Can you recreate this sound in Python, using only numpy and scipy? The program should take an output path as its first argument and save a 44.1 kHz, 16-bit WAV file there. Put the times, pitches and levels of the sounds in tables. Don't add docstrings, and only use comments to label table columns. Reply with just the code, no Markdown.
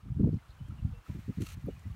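import sys
import numpy as np
from scipy import signal
from scipy.fft import rfft, irfft
from scipy.io import wavfile
from scipy.ndimage import uniform_filter1d

SR = 44100
rng = np.random.default_rng(int(sys.argv[2]) if len(sys.argv) > 2 else 0)


def log_audio(samples):
    frames = np.atleast_2d(samples).T
    limited = np.clip(frames, -1, 1)
    pcm = np.round(limited * 32767).astype(np.int16)
    wavfile.write(sys.argv[1], SR, pcm)


N = 85995


def undb(db):
    return 10 ** (np.asarray(db) / 20)


def level_curve(points):
    return undb(np.interp(np.arange(N) / SR, *np.array(points).T))


def shaped(x, gain):
    hz = np.maximum(np.fft.rfftfreq(2 * N, 1 / SR), 1)
    return irfft(rfft(x, 2 * N) * gain(hz))[:N]


def noise(gain):
    y = shaped(rng.standard_normal(N), gain)
    return y / np.std(y)


def coloured_noise(points):
    hz, db = np.array(points).T
    return noise(lambda f: undb(np.interp(np.log(f), np.log(hz), db)) * np.minimum(f / hz[0], 1) ** 2)


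def band_noise(hz, half_width_hz):
    return noise(lambda f: np.exp(-((f - hz) / half_width_hz) ** 2))


def flicker(spread_db, rate_hz):
    return undb(spread_db * noise(lambda f: 1 / (1 + (f / rate_hz) ** 4)))


def envelope(start, length, attack_s, release_s):
    t = np.arange(N) / SR - start
    rise = (np.minimum(t, 0) / attack_s) ** 2
    late = np.maximum(t - length, 0) / release_s
    return np.exp(-rise + .5 - np.hypot(late, .5))


# frequency in Hz, relative spectral density in dB.
WASH_SPECTRUM = [(300, 0), (500, -2.5), (700, 0.5), (1000, 0.5), (1350, 1), (1900, -6), (2900, -7),
                 (3600, -11), (5000, -15), (9000, -18.5), (15500, -23)]
# time in seconds, level in dB.
WASH_LEVELS = [(0, -68), (.2, -67), (.45, -65), (.75, -65), (1.0, -65), (1.4, -66.5), (1.7, -66),
               (1.95, -65.5)]


def wash():
    remaining = coloured_noise(WASH_SPECTRUM)
    out = np.zeros(N)
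    for edge_hz in 700 * 2 ** (np.arange(6) / 2):
        band = signal.sosfiltfilt(signal.butter(4, edge_hz, fs=SR, output="sos"), remaining)
        out += band * flicker(spread_db=1.1, rate_hz=35)
        remaining = remaining - band
    return (out + remaining) * level_curve(WASH_LEVELS)


# frequency in Hz, relative spectral density in dB.
HISS_SPECTRUM = [(900, -17), (1700, 4.5), (2400, 3.5), (3300, -5.5), (4300, -4), (4900, -9.5), (6200, -8),
                 (9500, -13), (10500, -18), (11500, -12), (15500, -13)]
# time in seconds, level in dB.
HISS_LEVELS = [(1.02, -87), (1.06, -64), (1.2, -67), (1.37, -65), (1.415, -60.5), (1.535, -62),
               (1.56, -69.5), (1.61, -69.5), (1.77, -68), (1.85, -70), (1.95, -72.5)]


def hiss():
    return coloured_noise(HISS_SPECTRUM) * level_curve(HISS_LEVELS) * flicker(spread_db=1.3, rate_hz=40)


# start and length in seconds, level in dB, centre and half-width in Hz.
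SPLATTERS = [(0.326, 0.0062, -72.5, 4400, 346), (0.343, 0.0054, -72, 5500, 1300),
             (0.485, 0.012, -74, 4100, 600), (.503, 0.02, -69.5, 4000, 547), (0.684, .004, -71, 9000, 6000),
             (1.662, 0.0015, -65, 13000, 3500), (1.794, 0.0018, -65.5, 7500, 2500)]


def droplets():
    return sum(undb(db) * envelope(start, length, attack_s=.0008, release_s=.0015) * band_noise(hz, width)
               for start, length, db, hz, width in SPLATTERS)


def add_bubble(out, start, hz, db, t60):
    rise_per_s, wobble_hz, wobble_step_s, attack_s = .5, 22, .0026, .00067
    onset = int(np.clip(start * SR, 0, N - 1))
    t = np.arange(min(int(t60 * SR) + 1, N - onset)) / SR
    shapes = rng.standard_normal(size=80)
    wobble = np.interp(t / wobble_step_s, np.arange(len(shapes)), shapes)
    pitch = hz * (1 + rise_per_s * t) + wobble_hz * wobble
    ring = np.sin(2 * np.pi * np.cumsum(pitch) / SR)
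    attack = 1 - np.exp(-t / attack_s)
    decay = np.exp(-np.log(1000) * t / t60)
    out[onset:onset + len(t)] += undb(db) * ring * attack * decay


# start in seconds, pitch in Hz, level in dB, 60 dB decay time in seconds.
CLEAR_BUBBLES = [(0.203, 1290, -56.5, 0.044), (.386, 2040, -60.5, .05), (.424, 1450, -54, 0.034),
                 (.43, 3930, -66, 0.028), (0.506, 4140, -57, 0.028), (0.589, 2970, -64.5, 0.18),
                 (0.649, 3150, -69, 0.26), (0.707, 1320, -53, 0.056), (.782, 2830, -59.5, .07),
                 (0.797, 2660, -61, .06), (0.934, 469, -57, 0.2), (0.947, 2680, -63.5, 0.21),
                 (1.064, 1300, -46, 0.031), (1.092, 598, -55, 0.071), (1.098, 973, -52.5, 0.057),
                 (1.322, 1257, -55, 0.072), (1.661, 1190, -56.5, 0.054), (1.703, 2900, -60.5, 0.17),
                 (1.762, 2480, -59, 0.084), (1.842, 1980, -60, 0.14), (1.903, 1140, -57, 0.081)]
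FIZZ_PER_S, FIZZ_LOW_HZ, FIZZ_HIGH_HZ = 110, 898, 4600
FIZZ_FLOOR_DB, FIZZ_SPREAD_DB, FIZZ_CYCLES = -85, 8.5, 34


def bubbles():
    out = np.zeros(N)
    for bubble in CLEAR_BUBBLES:
        add_bubble(out, *bubble)
    for when, smallness, faintness in rng.random((int(FIZZ_PER_S * N / SR), 3)):
        hz = FIZZ_LOW_HZ * (FIZZ_HIGH_HZ / FIZZ_LOW_HZ) ** smallness
        db = FIZZ_FLOOR_DB - FIZZ_SPREAD_DB * np.log(max(faintness, .03))
        add_bubble(out, when * N / SR, hz, db, t60=FIZZ_CYCLES / hz)
    return out


# frequency in Hz, relative spectral density in dB.
SPRAY_SPECTRUM = [(500, -4), (950, -9), (1300, 4.5), (1700, -12), (2650, 3), (3400, -4), (4300, 0),
                  (4900, -12), (5900, 0), (7800, -6.5), (9300, -4.5), (10400, -10.5), (11300, -6),
                  (15500, -15.5)]
# start in seconds, length in seconds, level in dB.
SPRAY_SPURTS = [(1.407, 0.137, -59.5), (1.42, 0.0011, -47), (1.435, 0.0017, -61), (1.449, 0.0038, -67),
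                (1.464, 0.0047, -50.5), (1.487, 0.0075, -54.5), (1.501, 0.0051, -57), (1.52, 0.0055, -56),
                (1.532, 0.0032, -61)]
POCKET_START_S, POCKET_TONES = 1.466, [(1280, -49, .045), (2730, -48, .05), (4380, -49, .035)]


def splash():
    power = sum((undb(db) * envelope(start, length, attack_s=.00086, release_s=.0028)) ** 2
                for start, length, db in SPRAY_SPURTS)
    out = np.sqrt(power) * coloured_noise(SPRAY_SPECTRUM) * flicker(spread_db=2.5, rate_hz=1200)
    for hz, db, t60 in POCKET_TONES:
        add_bubble(out, POCKET_START_S, hz, db, t60)
    return out


def eddies(low_hz, high_hz):
    pressure = noise(lambda f: np.exp(-(f / high_hz) ** 1.69) / np.hypot(1, (low_hz / f) ** 3))
    even_s = .042
    power = pressure ** 2
    for _ in range(3):
        power = uniform_filter1d(power, int(even_s * SR / 2))
    return pressure / np.sqrt(power + 1e-6)


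# time in seconds, level in dB.
BREEZE_LEVELS = [(0, -61), (.15, -72.5), (.4, -56.5), (.46, -63), (.58, -55.5), (.8, -60), (.98, -48.5),
                 (1.05, -74), (1.15, -45.5), (1.35, -57), (1.46, -46.5), (1.62, -46.5), (1.78, -48.5),
                 (1.82, -54), (1.95, -48)]
# start and length in seconds, level in dB, lower and upper edge in Hz.
WIND_PUFFS = [(0.031, .03, -48.5, 39.4, 129), (0.056, 0.031, -44, 60, 194),
              (0.107, 0.014, -30.5, 78.4, 125.5), (0.154, 0.032, -31.5, 60, 157.5),
              (0.2, 0.0035, -22.5, 69.8, 230), (0.209, 0.0088, -24, 59, 192),
              (0.234, 0.012, -20.5, 70, 219), (0.256, 0.0037, -26, 60, 220), (0.273, 0.014, -25, 70, 297),
              (0.308, 0.022, -32.5, 69.7, 170), (0.332, 0.0083, -27, 81, 201), (0.347, .02, -33, 80.7, 152),
              (0.495, 0.032, -47, 45, 79), (0.61, 0.0085, -35.5, 71, 124), (0.638, 0.021, -41, 43.7, 82),
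              (.687, 0.036, -38.5, 55, 167), (.735, 0.038, -46.5, 51, 147), (0.788, 0.0064, -41, 102, 145),
              (0.822, 0.019, -33, 57, 115), (0.852, 0.013, -25.5, 67, 139), (0.882, 0.03, -39, 50.6, 126),
              (0.916, 0.015, -35, 44, 93), (0.977, 0.017, -46.5, 50, 95), (1.09, 0.011, -33, 130, 168),
              (1.109, 0.02, -39.5, 50, 118), (1.149, 0.041, -40.5, 60, 225), (1.259, 0.01, -43.5, 55, 101),
              (1.286, 0.017, -31.5, 161, 202), (1.378, 0.009, -32, 125, 188), (1.406, 0.02, -29, 151, 213),
              (1.539, 0.024, -42.5, 70, 85), (1.574, 0.0062, -39, 80, 170), (1.643, 0.017, -38, 80, 157),
              (1.673, 0.019, -38, 213, 273), (1.685, 0.0025, -34, 314, 324), (1.719, 0.021, -45, 55, 139),
              (1.859, .016, -35.5, 90, 143), (1.902, 0.011, -35.5, 55, 122), (1.925, .03, -46.5, 60, 125)]
MIC_LOW_HZ, MIC_LOW_ORDER, FLUTTER_GAIN_DB = 40.7, 4.6, -15.5


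def wind():
    pressure = level_curve(BREEZE_LEVELS) * eddies(MIC_LOW_HZ, high_hz=116)
    for start, length, db, low_hz, high_hz in WIND_PUFFS:
        puff = envelope(start, length, attack_s=.0039, release_s=.0069)
        pressure += undb(db) * puff * eddies(low_hz, high_hz)
    flutter = undb(FLUTTER_GAIN_DB) * pressure ** 2 * band_noise(hz=612, half_width_hz=200)
    return shaped(pressure + flutter, lambda f: 1 / np.hypot(1, (MIC_LOW_HZ / f) ** MIC_LOW_ORDER))


def scene():
    return (wind() + wash() + hiss() + splash() + droplets() + bubbles())[None]


def record(dry):
    top_hz = 15750
    return signal.sosfilt(signal.ellip(10, .2, 70, top_hz, fs=SR, output="sos"), dry)


dry = scene()
out = record(dry)
log_audio(out)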